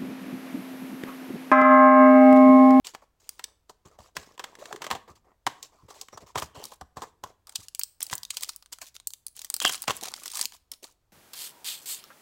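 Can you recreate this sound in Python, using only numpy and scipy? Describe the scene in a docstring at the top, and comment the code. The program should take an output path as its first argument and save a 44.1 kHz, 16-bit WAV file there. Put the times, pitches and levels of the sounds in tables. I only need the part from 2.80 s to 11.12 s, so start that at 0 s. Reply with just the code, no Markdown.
"""Hands open a game-board box on a desk and unwrap a sleeved card, close up in a small, quiet room.
Fingers and card slide and tap, the hollow board knocks and the desk thuds under a hand. Near 2 s the
flap lifts and its fold creaks, sticking and slipping. From 3.3 s the plastic sleeve chafes out of its
pocket, then crinkles and buckles in sharp snaps. At 6.8 s its glued flap peels open and the taut film
squeals; a last flurry of crackle thins out by 8 s."""
import sys
import numpy as np
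from scipy import signal
from scipy.io import wavfile
from scipy.ndimage import uniform_filter1d

SR = 44100
rng = np.random.default_rng(int(sys.argv[2]) if len(sys.argv) > 2 else 0)


def transcribe(u):
    """Save the signal u as a 16-bit wav file named by the first command-line argument.

    u: samples, shape (n,) or (channels, n), limited to [-1, 1]; the rate is SR.
    q: integer samples, one column per channel.
    """
    v = np.clip(np.atleast_2d(u).T, -1, 1)
    q = np.round(v * 32767).astype(np.int16)
    wavfile.write(sys.argv[1], SR, q)


N = 366912

# Tone curves. Each row: frequency in Hz, relative level in dB.
BOARD_DRAG_EQ = [(50, -17.5), (120, -6), (280, -3), (420, 3.5), (750, -1.5), (1100, 3), (1500, -11),
                 (2200, -14.5), (4000, -41.5)]  # low rub of a slide
BOARD_HISS_EQ = [(400, -27), (1300, -9), (2200, -4.5), (5000, -1.5), (7700, -1.5), (8700, -10),
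                 (12500, -15), (15500, -13.5)]  # its bright surface
SNAP_EQ = [(80, -45), (350, -28.5), (950, -9), (1600, -10), (3200, 9), (7200, 11), (10500, 1.5),
           (12500, -1.5), (15300, 2)]  # buckling film
KNOCK_EQ = [(50, -23.5), (130, -12.5), (240, -9.5), (420, -4.5), (600, -3), (1080, 2.5), (1450, -11.5),
            (1850, -7.5), (2300, -13), (3200, -13), (3700, -14), (7800, -13.5), (9000, -22.5),
            (12500, -26.5), (15500, -26.5)]  # struck card
DESK_EQ = [(25, -19.5), (60, -0.5), (100, 4), (190, -6), (300, -9.5), (900, -47.5)]  # boom of the desk top
SLEEVE_DRAG_EQ = [(60, -25), (150, -9), (260, 0), (450, 2), (800, 2.5), (1150, 4), (1600, -11),
                  (2400, -5.5), (4000, -25)]  # sleeve rubbing on card
CRINKLE_EQ = [(400, -21.5), (2000, -6.5), (4000, 0), (7200, 1.5), (12000, -7), (15500, -7.5)]  # fine ticks of bent film
ROOM_TONE_EQ = [(20, -7.5), (48, 0), (100, -7.5), (200, -20), (350, -21), (1000, -22.5), (2000, -32),
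                (7500, -35.5), (10000, -38.5), (16000, -38)]  # still air

# A finger or the card slides over the board.
# Each row: start in seconds, length in seconds, drag level in dB, hiss level in dB.
BOARD_SLIDES = [(.045, 0.052, -53.5, -43.5), (.135, 0.011, -46.5, -53), (.216, 0.019, -55, -63.5),
                (.397, 0.29, -71.5, -65.5), (.645, 0.1, -68.5, -85), (1.05, 0.036, -52.5, -58.5),
                (1.11, 0.05, -59.5, -69.5), (1.2, 0.084, -57.5, -59.5), (1.35, 0.097, -53, -53),
                (1.46, 0.091, -58.5, -63), (1.6, .18, -55, -65.5), (1.785, 0.19, -52.5, -55),
                (2, 0.19, -52, -72), (2.275, 0.039, -48.5, -58), (2.352, 0.015, -57.5, -57.5),
                (2.443, 0.09, -61.5, -81), (2.75, 0.1, -62, -68), (2.828, 0.031, -63, -50),
                (2.92, 0.15, -62, -71), (3.083, 0.039, -49, -53), (3.14, 0.095, -56, -55),
                (3.323, 0.031, -48, -57.5), (3.403, 0.029, -48, -56.5), (3.463, 0.044, -54, -56),
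                (3.56, 0.094, -49, -51.5), (3.745, 0.11, -45.5, -53.5), (4.165, 0.12, -58, -59.5),
                (4.445, 0.062, -53.5, -61)]
# A crease of film or paper buckles. Each row: start in seconds, decay in seconds, level in dB,
# tilt in dB (more sizzle, less crack), thump of the card behind it in dB.
BUCKLES = [(0.0463, 0.0029, -46, -11, -60), (0.0695, .001, -38, -3.5, -57), (.492, 0.0012, -36, 5, -59),
           (0.641, 0.0027, -34, -2, -59), (3.8397, 0.00091, -40.5, 2, -67), (3.854, 0.0035, -40.5, 4, -66),
           (4.6703, .0006, -51, 3, -61.5), (4.694, 0.002, -47, 2, -57),
           (4.7568, 0.0045, -28.5, -1.5, -50.5), (4.884, .0003, -43.5, 1.5, -70),
           (4.949, .0003, -37, 2.5, -67), (4.9943, 0.00029, -26.5, 12, -47.5),
           (5.0135, 0.00033, -40, -8, -55), (5.0345, 0.0005, -28.5, 5.5, -61.5),
           (5.2058, 0.00065, -39.5, 5, -49.5), (5.217, .0005, -42, -6, -58), (5.222, .0008, -42.5, -8, -63),
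           (5.2285, .0003, -27, 21, -59), (5.2304, .0002, -35.5, 8, -61), (5.2663, .0012, -40.5, 5, -71.5),
           (5.2987, .0014, -43.5, -6.5, -57), (5.312, .001, -47.5, 5, -65),
           (5.3537, 0.00035, -33.5, 16, -65), (5.38, 0.001, -38.5, 5, -79.5),
           (5.4324, .0016, -38.5, 0.5, -55), (5.451, 0.00085, -41, -1.5, -72),
           (5.5054, 0.0029, -30.5, -1.5, -53), (5.5696, 0.00013, -31, -1, -47.5),
           (5.609, .0009, -42.5, 4, -62), (5.634, .0019, -32, 3.5, -49), (5.645, .001, -42, 0, -64),
           (5.6914, 0.0044, -33, 1, -45.5), (5.762, .0003, -41, 11, -74), (5.825, 0.00046, -55, -2, -63.5),
           (5.86, 0.00033, -56, -1, -64.5), (5.9282, 0.0038, -39, 1, -50.5), (5.9864, .0006, -52.5, 2, -56),
           (6.0165, 0.0093, -41.5, 3, -44), (6.165, .0006, -44.5, -4, -56.5),
           (6.2, 0.00027, -51, -2.5, -62), (6.272, .0006, -28.5, 11.5, -98),
           (6.3051, 0.00045, -47.5, 3.5, -67), (6.3357, 0.00051, -40, 2.5, -67),
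           (6.4663, 0.0013, -35.5, 10, -71), (6.4823, .0005, -49, 6, -79), (6.5657, .0009, -46, 10, -69),
           (6.5922, 0.0016, -42, 1.5, -62), (6.6175, .002, -41, 2, -63.5), (6.6465, 0.0005, -38, 4, -54.5),
           (6.7011, 0.00054, -31, 6, -51), (6.741, .0005, -26, 6, -51), (6.765, .0004, -34, 6, -53.5),
           (6.8017, 0.00044, -30, -1.5, -45), (6.861, .001, -31.5, -1, -44), (6.925, 0.00028, -35, 12, -47),
           (6.945, .0008, -36, -5, -44), (6.953, 0.0044, -37.5, 3, -50), (7.0208, 0.0009, -34, 12.5, -54.5),
           (7.0282, .0005, -41.5, 5, -62), (7.0396, .001, -45.5, 1, -48), (7.167, 0.0015, -39, 24, -70),
           (7.211, .0006, -43.5, -0.5, -60), (7.235, 0.0008, -38, 1, -53), (7.243, .0015, -42.5, -1.5, -55),
           (7.255, 0.002, -40.5, -2.5, -45.5), (7.268, .0006, -48, -3.5, -57.5),
           (7.2842, .001, -42.5, 0, -52.5), (7.3389, 0.0014, -36, -4, -44.5),
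           (7.458, 0.0028, -35.5, 3.5, -45.5), (7.4792, .0008, -40, 1.5, -59),
           (7.517, .0006, -41.5, 5, -63), (7.5473, .0006, -40.5, 0.5, -60),
           (7.554, 0.0038, -35.5, 2.5, -61.5), (7.5714, 0.0006, -34.5, 3.5, -47),
           (7.593, .0012, -34.5, 2, -40.5), (7.6126, 0.0012, -25, 3.5, -46.5),
           (7.627, .0008, -36.5, 1, -52.5), (7.6553, .0005, -29, 0.5, -64), (7.722, .0008, -51, -2.5, -54),
           (7.9172, 0.0017, -36.5, 4, -63), (8.0423, .0022, -46, -2, -61)]
# A snap's thump, crack, presence and sizzle. Each row: low edge in Hz, high edge in Hz.
SNAP_BANDS = [(150, 1500), (1500, 4500), (4500, 8700), (8700, 17000)]
# A fingertip pats or flicks the board.
# Each row: start in seconds, decay in seconds, body level in dB, tick of skin or nail in dB.
FINGER_PATS = [(0.8956, 0.0066, -46, -50), (1.188, 0.0066, -48.5, -59), (2.8283, 0.0045, -75, -39),
               (3.1043, 0.0076, -47, -50.5), (3.2132, 0.0053, -58, -37), (3.375, 0.0048, -41.5, -48.5),
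               (3.9194, 0.0079, -45.5, -53), (4.012, .005, -40.5, -49.5), (4.1694, 0.011, -37, -48),
               (4.2198, 0.01, -35, -43), (4.233, 0.0086, -37.5, -52), (4.438, 0.0048, -34, -43)]
# A card edge clacks, or the sleeve's flap tears loose.
# Each row: start in seconds, decay in seconds, body level in dB, crack over body in dB.
EDGE_CLACKS = [(0.149, 0.0039, -42, -3.5), (0.5942, 0.004, -49.5, 4), (1.3674, 0.0033, -39.5, 6),
               (1.5785, 0.0027, -51, -3.5), (1.595, 0.0056, -39, -1.5), (1.6406, 0.003, -43.5, 4.5),
               (1.753, 0.002, -58.5, 6.5), (1.856, 0.0032, -55.5, 9), (1.927, 0.0032, -38, -4),
               (1.961, 0.0026, -57, 10), (2.0195, 0.0059, -41, 1.5), (2.0422, 0.0063, -43.5, 3),
               (2.0663, 0.0042, -38, -2.5), (2.1038, 0.0047, -34, -6), (2.112, 0.0022, -29, -2.5),
               (2.119, 0.011, -31, -8), (2.1508, 0.0093, -35, -9), (2.6663, 0.002, -27, -3),
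               (2.6722, 0.0031, -25, -9.5), (3.285, 0.0018, -57, 4), (3.5565, 0.0071, -26.5, -11),
               (3.5758, 0.008, -33.5, -3.5), (3.5821, 0.0054, -35, -3), (3.621, 0.0073, -32.5, -6),
               (5.329, 0.0035, -35, 1), (6.817, 0.0081, -39.5, 0.5), (6.849, 0.0026, -31, 4),
               (6.8512, 0.00042, -34, 9.5), (6.8946, .003, -39.5, 2.5), (7.0794, 0.0056, -28, 0.5),
               (7.0964, 0.0059, -28.5, -5.5), (7.1065, 0.004, -32, 2)]
# A knock's body, crack and sizzle. Each row: low edge in Hz, high edge in Hz.
KNOCK_BANDS = [(110, 1400), (1400, 3500), (3500, 17000)]
# The hollow box's modes. Each row: pitch in Hz, relative level in dB, seconds to fall 60 dB.
BOX_MODES = [(424, -3, 0.13), (550, 2, .07), (769, 9, .085), (1010, 1, 0.075), (1087, 4, .08),
             (1108, -14.5, 0.97), (1370, -7, .08), (1860, -12, 0.083)]
# A hand's weight reaches the desk. Each row: start in seconds, level in dB.
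DESK_THUDS = [(1.055, -58.5), (1.194, -56.5), (1.372, -53), (2.125, -50), (2.293, -58), (2.662, -55.5),
              (3.033, -56.5), (3.346, -60), (3.424, -57), (3.557, -43), (3.624, -47.5), (3.764, -52.5),
              (4.012, -52), (4.17, -51), (4.433, -55), (4.787, -56), (5.322, -49), (6.85, -63),
              (7.082, -48)]
# The flap's fold sticks and slips. Each row: start in seconds, length in seconds,
# opening and closing rate in slips per second, level in dB.
FOLD_CREAKS = [(1.785, 0.018, 360, 390, -58.5), (1.808, 0.025, 570, 580, -54.5),
               (1.88, 0.042, 680, 790, -53.5), (1.917, .06, 406, 400, -53.5),
               (2.025, 0.026, 620, 380, -52.5)]
# The sleeve leaves its pocket. Each row: start in seconds, length in seconds, pitch in Hz, level in dB.
POCKET_CHAFES = [(3.318, 0.033, 5730, -53), (3.732, .1, 3020, -55)]
# The sleeve is bent or pulled along the card.
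# Each row: start in seconds, length in seconds, drag level in dB, crinkle level in dB.
SLEEVE_BENDS = [(3.575, 0.017, -59, -34), (3.62, 0.013, -62, -37), (3.825, 0.12, -62.5, -53),
                (4.67, 0.062, -62, -61), (4.77, 0.08, -65, -53.5), (5.2, 0.1, -67, -52.5),
                (5.308, 0.03, -46, -35), (5.52, 0.11, -62, -50), (5.62, 0.011, -50, -34.5),
                (5.66, 0.092, -71.5, -56.5), (5.918, 0.01, -55, -38.5), (6.012, 0.03, -62.5, -45),
                (6.064, 0.018, -88, -48), (6.141, 0.013, -69, -48), (6.55, 0.12, -69, -53.5),
                (6.7, 0.12, -65.5, -59), (6.81, 0.13, -56, -37), (6.86, .02, -45.5, -33.5),
                (6.91, 0.13, -75.5, -50), (7.076, 0.1, -58, -45.5), (7.215, 0.07, -44.5, -40),
                (7.3, 0.18, -56.5, -49), (7.455, 0.17, -68, -47), (7.53, 0.12, -50.5, -40.5),
                (7.73, 0.021, -60, -49), (7.915, 0.024, -61, -50), (8.024, 0.027, -53, -48),
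                (8.06, 0.062, -71, -63)]
# The taut film is pulled open. Each row: start in seconds, length in seconds, level in dB.
PEEL_SQUEALS = [(6.811, 0.0095, -33.5), (6.837, 0.015, -32.5), (6.856, 0.021, -22.5), (6.878, 0.023, -39)]
# The stretched film's tones. Each row: pitch in Hz, waver in Hz, relative level in dB.
SQUEAL_TONES = [(2770, 70, -4), (3060, 90, -3), (3265, 36, 0), (3300, 25, -3.5)]
# The room's tail. Each row: frequency in Hz, seconds to fall 60 dB, relative level in dB.
ROOM_DECAY = [(150, 0.94, -1.5), (500, 0.56, -2.5), (1010, 0.53, -7.5), (1790, 0.38, 2.5),
              (6000, 0.31, 0.5), (14890, 0.33, 0.5)]


def amp(db):
    """Decibels to gain."""
    return 10 ** (np.asarray(db) / 20)


def unit_rms(x):
    """Scales to rms 1."""
    return x / np.sqrt(np.mean(x ** 2) + 1e-20)


def unit_energy(x):
    """Scales to energy 1."""
    return x / np.sqrt(np.sum(x ** 2) + 1e-20)


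def curve_at(points, hz):
    """Reads a curve on a log-frequency axis."""
    point_hz, value = np.transpose(points)
    return np.interp(np.log(hz + 1), np.log(point_hz + 1), value)


def add(mix, start_s, sound):
    """Drops a sound into the mix."""
    part = mix[max(round(start_s * SR), 0):][:len(sound)]
    part += sound[:len(part)]


def colour(x, eq, size=2048):
    """Minimum-phase EQ, so attacks stay sharp."""
    log_gain = np.log(amp(curve_at(eq, abs(np.fft.fftfreq(size, 1 / SR)))))
    taps = np.fft.ifft(np.exp(np.conj(signal.hilbert(log_gain)))).real
    return signal.oaconvolve(x, taps[:size // 2])[:len(x)]


def wander(n, per_s):
    """A random drift of rms 1 that turns per_s times a second."""
    at = np.arange(n) * per_s / SR
    return unit_rms(np.interp(at, np.arange(n), rng.standard_normal(n)))


def stroke(length, level_db, attack_s, sag_db, release_s):
    """Envelope of one gesture: it takes hold, sags (or swells, if sag_db is negative) and lets go."""
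    t = np.arange(0, length + 5 * release_s, 1 / SR)
    held = amp(level_db - sag_db * np.minimum(t / length, 1))
    return held * np.minimum(t / attack_s, 1) * np.exp(-np.maximum(t - length, 0) / release_s)


def flex(x, depth_db, frame):
    """A sheet's resonances shift as it bends; short frames give every crackle its own colour."""
    spectra = signal.stft(x, SR, nperseg=frame)[2]
    patches = uniform_filter1d(rng.standard_normal(spectra.shape), size=4, axis=0)
    patches = unit_rms(uniform_filter1d(patches, size=6, axis=1))
    return signal.istft(spectra * amp(depth_db * patches), SR, nperseg=frame)[1][:N]


def friction(eq, grains_per_s, grain_s, spread_db, smooth_db, flex_db, frame):
    """A bed of tiny, uneven slips over smooth hiss, held at a steady level."""
    strength = amp(spread_db * np.minimum(rng.exponential(1, N), 4))
    slips = strength * (rng.random(N) < grains_per_s / SR)
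    flutter = np.sqrt(signal.lfilter([1], [1, -np.exp(-1 / (grain_s * SR))], slips ** 2))
    grains = unit_rms(flutter * rng.standard_normal(N)) + amp(smooth_db) * rng.standard_normal(N)
    sound = colour(flex(grains, flex_db, frame), eq)
    power = uniform_filter1d(uniform_filter1d(sound ** 2, size=1600), size=1600)
    return sound / np.sqrt(abs(power) + 1e-12)


def rubbing(moves, drag, surface, attack_s, sag_db, release_s):
    """Each gesture rides two faders: the card's low drag and its bright surface."""
    drag_gain, surface_gain = np.zeros((2, N))
    for start, length, drag_db, surface_db in moves:
        add(drag_gain, start, stroke(length, drag_db, attack_s, sag_db, release_s))
        add(surface_gain, start, stroke(length, surface_db, attack_s, sag_db, release_s))
    return drag_gain * drag + surface_gain * surface


def slides():
    """Skin and card rub smoothly over the board."""
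    drag = friction(BOARD_DRAG_EQ, grains_per_s=640, grain_s=0.0014,
                    spread_db=7, smooth_db=-4, flex_db=3.5, frame=512)
    hiss = friction(BOARD_HISS_EQ, grains_per_s=1300, grain_s=0.0008,
                    spread_db=4.5, smooth_db=-1, flex_db=2.5, frame=256)
    return rubbing(BOARD_SLIDES, drag, hiss, attack_s=0.0051, sag_db=5, release_s=0.013)


def burst(decay, eq, bands, band_db, lead_db, ring_db, ring_s, spike_db, ragged_db, size=6144):
    """A contact builds for 10 ms, lets go with a spike and rings out raggedly."""
    t = np.arange(size) / SR - 0.01
    build = amp(lead_db) * np.exp(-abs(t) / (0.5 * decay))
    spike = amp(spike_db) * np.exp(-abs(t) / 0.00032)
    release = spike + np.exp(-abs(t) / decay) + amp(ring_db) * np.exp(-abs(t) / ring_s)
    chatter = amp(ragged_db * wander(size, 2000)) * rng.standard_normal(size)
    sound = colour(np.where(t < 0, build, release) * chatter, eq)
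    out = np.zeros(size)
    for db, edges_hz in zip(band_db, bands):
        bandpass = signal.butter(4, edges_hz, "bandpass", fs=SR, output="sos")
        out += amp(db) * unit_energy(signal.sosfilt(bandpass, sound))
    return np.sqrt(0.01 * SR) * out  # band levels count as rms over 10 ms


def crease_eq(depth_db):
    """Every crease stiffens the sheet differently, giving it its own peaks and dips."""
    hz = np.geomspace(80, 16000, 44)
    return np.column_stack([hz, curve_at(SNAP_EQ, hz) + depth_db * rng.standard_normal(len(hz))])


def snaps(presence_db=3):
    """A crease buckles with a sharp spike and a brief flutter; tighter ones trade crack for sizzle."""
    out = np.zeros(N)
    for start, decay, db, tilt_db, thump_db in BUCKLES:
        shares = unit_energy(amp([-tilt_db, presence_db, tilt_db]))
        band_db = [thump_db, *(db + 20 * np.log10(shares))]
        snap = burst(decay, crease_eq(depth_db=3.5), SNAP_BANDS, band_db,
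                     lead_db=-7.5, ring_db=-9, ring_s=0.0044, spike_db=-2, ragged_db=2.5)
        add(out, start - 0.01, snap)
    return out


def box_ring(blow, ring_db, place_db=4, detune=0.014):
    """A blow plus the hollow box's ring; landing spot and grip vary the modes' mix and pitch."""
    t = np.arange(SR // 7) / SR
    chance = rng.standard_normal((len(BOX_MODES), 3))
    ring = np.zeros(len(t))
    for (hz, db, t60), (place, grip, phase) in zip(BOX_MODES, chance):
        envelope = amp(db + place_db * place - 60 * t / t60)
        ring += envelope * np.sin(2 * np.pi * (hz * (1 + detune * grip) * t + phase))
    out = amp(ring_db) * np.linalg.norm(blow) * unit_energy(signal.fftconvolve(blow, ring))
    add(out, 0, blow)
    return out


def knocks(pad_db=-16, sizzle_db=-2):
    """Dull, ragged blows on the board: little crack from a soft fingertip, plenty from a hard edge."""
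    pats = [(start, decay, (db, db + pad_db, tick_db)) for start, decay, db, tick_db in FINGER_PATS]
    clacks = [(start, decay, (db, db + crack_db, db + crack_db + sizzle_db))
              for start, decay, db, crack_db in EDGE_CLACKS]
    out = np.zeros(N)
    for start, decay, band_db in pats + clacks:
        blow = burst(decay, KNOCK_EQ, KNOCK_BANDS, band_db,
                     lead_db=-13, ring_db=-28, ring_s=0.038, spike_db=-3, ragged_db=2)
        add(out, start - 0.01, box_ring(blow, ring_db=-15.5))
    return out


def thuds(rise_s=0.0083):
    """A hand's weight sends soft, low pushes through the desk."""
    out = np.zeros(N)
    t = np.arange(SR // 8) / SR
    for start, db in DESK_THUDS:
        push = colour(t * np.exp(-t / rise_s) * rng.standard_normal(len(t)), DESK_EQ)
        add(out, start - 0.003, amp(db) * unit_energy(push) * np.sqrt(0.047 * SR))  # rms over 47 ms
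    return out


def creaks(jitter=0.1, overtone_db=-11, rough_db=6.6):
    """The paper fold sticks and slips in short, unsteady, gliding runs."""
    out = np.zeros(N)
    for start, length, first_rate, last_rate, db in FOLD_CREAKS:
        force = stroke(length, db, attack_s=0.0053, sag_db=-4, release_s=0.0083)
        n = len(force)
        rate = np.interp(np.arange(n) / SR, [0, length], [first_rate, last_rate])
        cycles = np.cumsum(rate * (1 + jitter * wander(n, 400))) / SR
        tone = sum(amp(overtone_db * k) * np.cos(2 * np.pi * (k + 1) * cycles) for k in range(4))
        add(out, start, force * amp(rough_db * wander(n, 150)) * unit_rms(tone))
    return out


def chafes(peak_width_hz=450):
    """The sleeve catches on the rim of its pocket with a brief, fuzzy whistle."""
    out = np.zeros(N)
    for start, length, hz, db in POCKET_CHAFES:
        pull = stroke(length, db, attack_s=length / 2, sag_db=2.5, release_s=0.0088)
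        peak = signal.iirpeak(hz, hz / peak_width_hz, fs=SR)
        whistle = signal.lfilter(*peak, signal.lfilter(*peak, rng.standard_normal(len(pull))))
        add(out, start, pull * unit_rms(whistle))
    return out


def crinkles(clump_db=3):
    """The bending sleeve sheds clumps of dry ticks over a thin hiss and a low drag."""
    drag = friction(SLEEVE_DRAG_EQ, grains_per_s=370, grain_s=0.0042,
                    spread_db=3.5, smooth_db=-7.5, flex_db=7.5, frame=256)
    ticks = friction(CRINKLE_EQ, grains_per_s=220, grain_s=0.0007,
                     spread_db=3.5, smooth_db=-3, flex_db=3, frame=64)
    clumps = unit_rms(amp(clump_db * wander(N, 160)))
    return rubbing(SLEEVE_BENDS, drag, clumps * ticks, attack_s=0.007, sag_db=1, release_s=0.012)


def squeals():
    """The glue lets go in rapid slips, and the stretched film sings in close, wavering tones."""
    out = np.zeros(N)
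    for start, length, level_db in PEEL_SQUEALS:
        pull = stroke(length, level_db, attack_s=0.0037, sag_db=-2.5, release_s=0.0048)
        tone = np.zeros(len(pull))
        for hz, waver_hz, db in SQUEAL_TONES:
            cycles = np.cumsum(hz + waver_hz * wander(len(pull), 500)) / SR
            tone += amp(db) * np.sin(2 * np.pi * (cycles + rng.random()))
        add(out, start, pull * unit_rms(tone))
    return out


def room(send, predelay_s=0.0044):
    """Dense reflections off desk and walls, each band dying at its own speed."""
    n = SR * 3 // 4
    reflections = rng.standard_normal(n) * (rng.random(n) < 1 / 8)
    hz, t, spectra = signal.stft(reflections, SR, nperseg=256)
    band_hz, *columns = np.transpose(ROOM_DECAY)
    t60, db = (curve_at(list(zip(band_hz, column)), hz)[:, None] for column in columns)
    tail = signal.istft(spectra * amp(db - 60 * t / t60), SR, nperseg=256)[1]
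    tail *= np.arange(len(tail)) > predelay_s * SR
    return signal.oaconvolve(send, unit_energy(tail))[:N]


def scene():
    """The box on the desk and the nearer handling, with a little reverb over faint room tone."""
    on_board = knocks() + thuds() + creaks()
    in_hand = snaps() + slides() + crinkles() + chafes() + squeals()
    room_tone = amp(-72.5) * unit_rms(colour(rng.standard_normal(N), ROOM_TONE_EQ, size=8192))
    reverb = room(amp(-18) * on_board + amp(-19.5) * in_hand)
    return (on_board + in_hand + reverb + room_tone)[None]


def record(dry):
    """A steep low-pass trims the top above 16.2 kHz."""
    lowpass = signal.firwin(201, 16200, window=("kaiser", 8), fs=SR)
    return signal.oaconvolve(dry, lowpass[None], "same")


dry = scene()
out = record(dry)
transcribe(out)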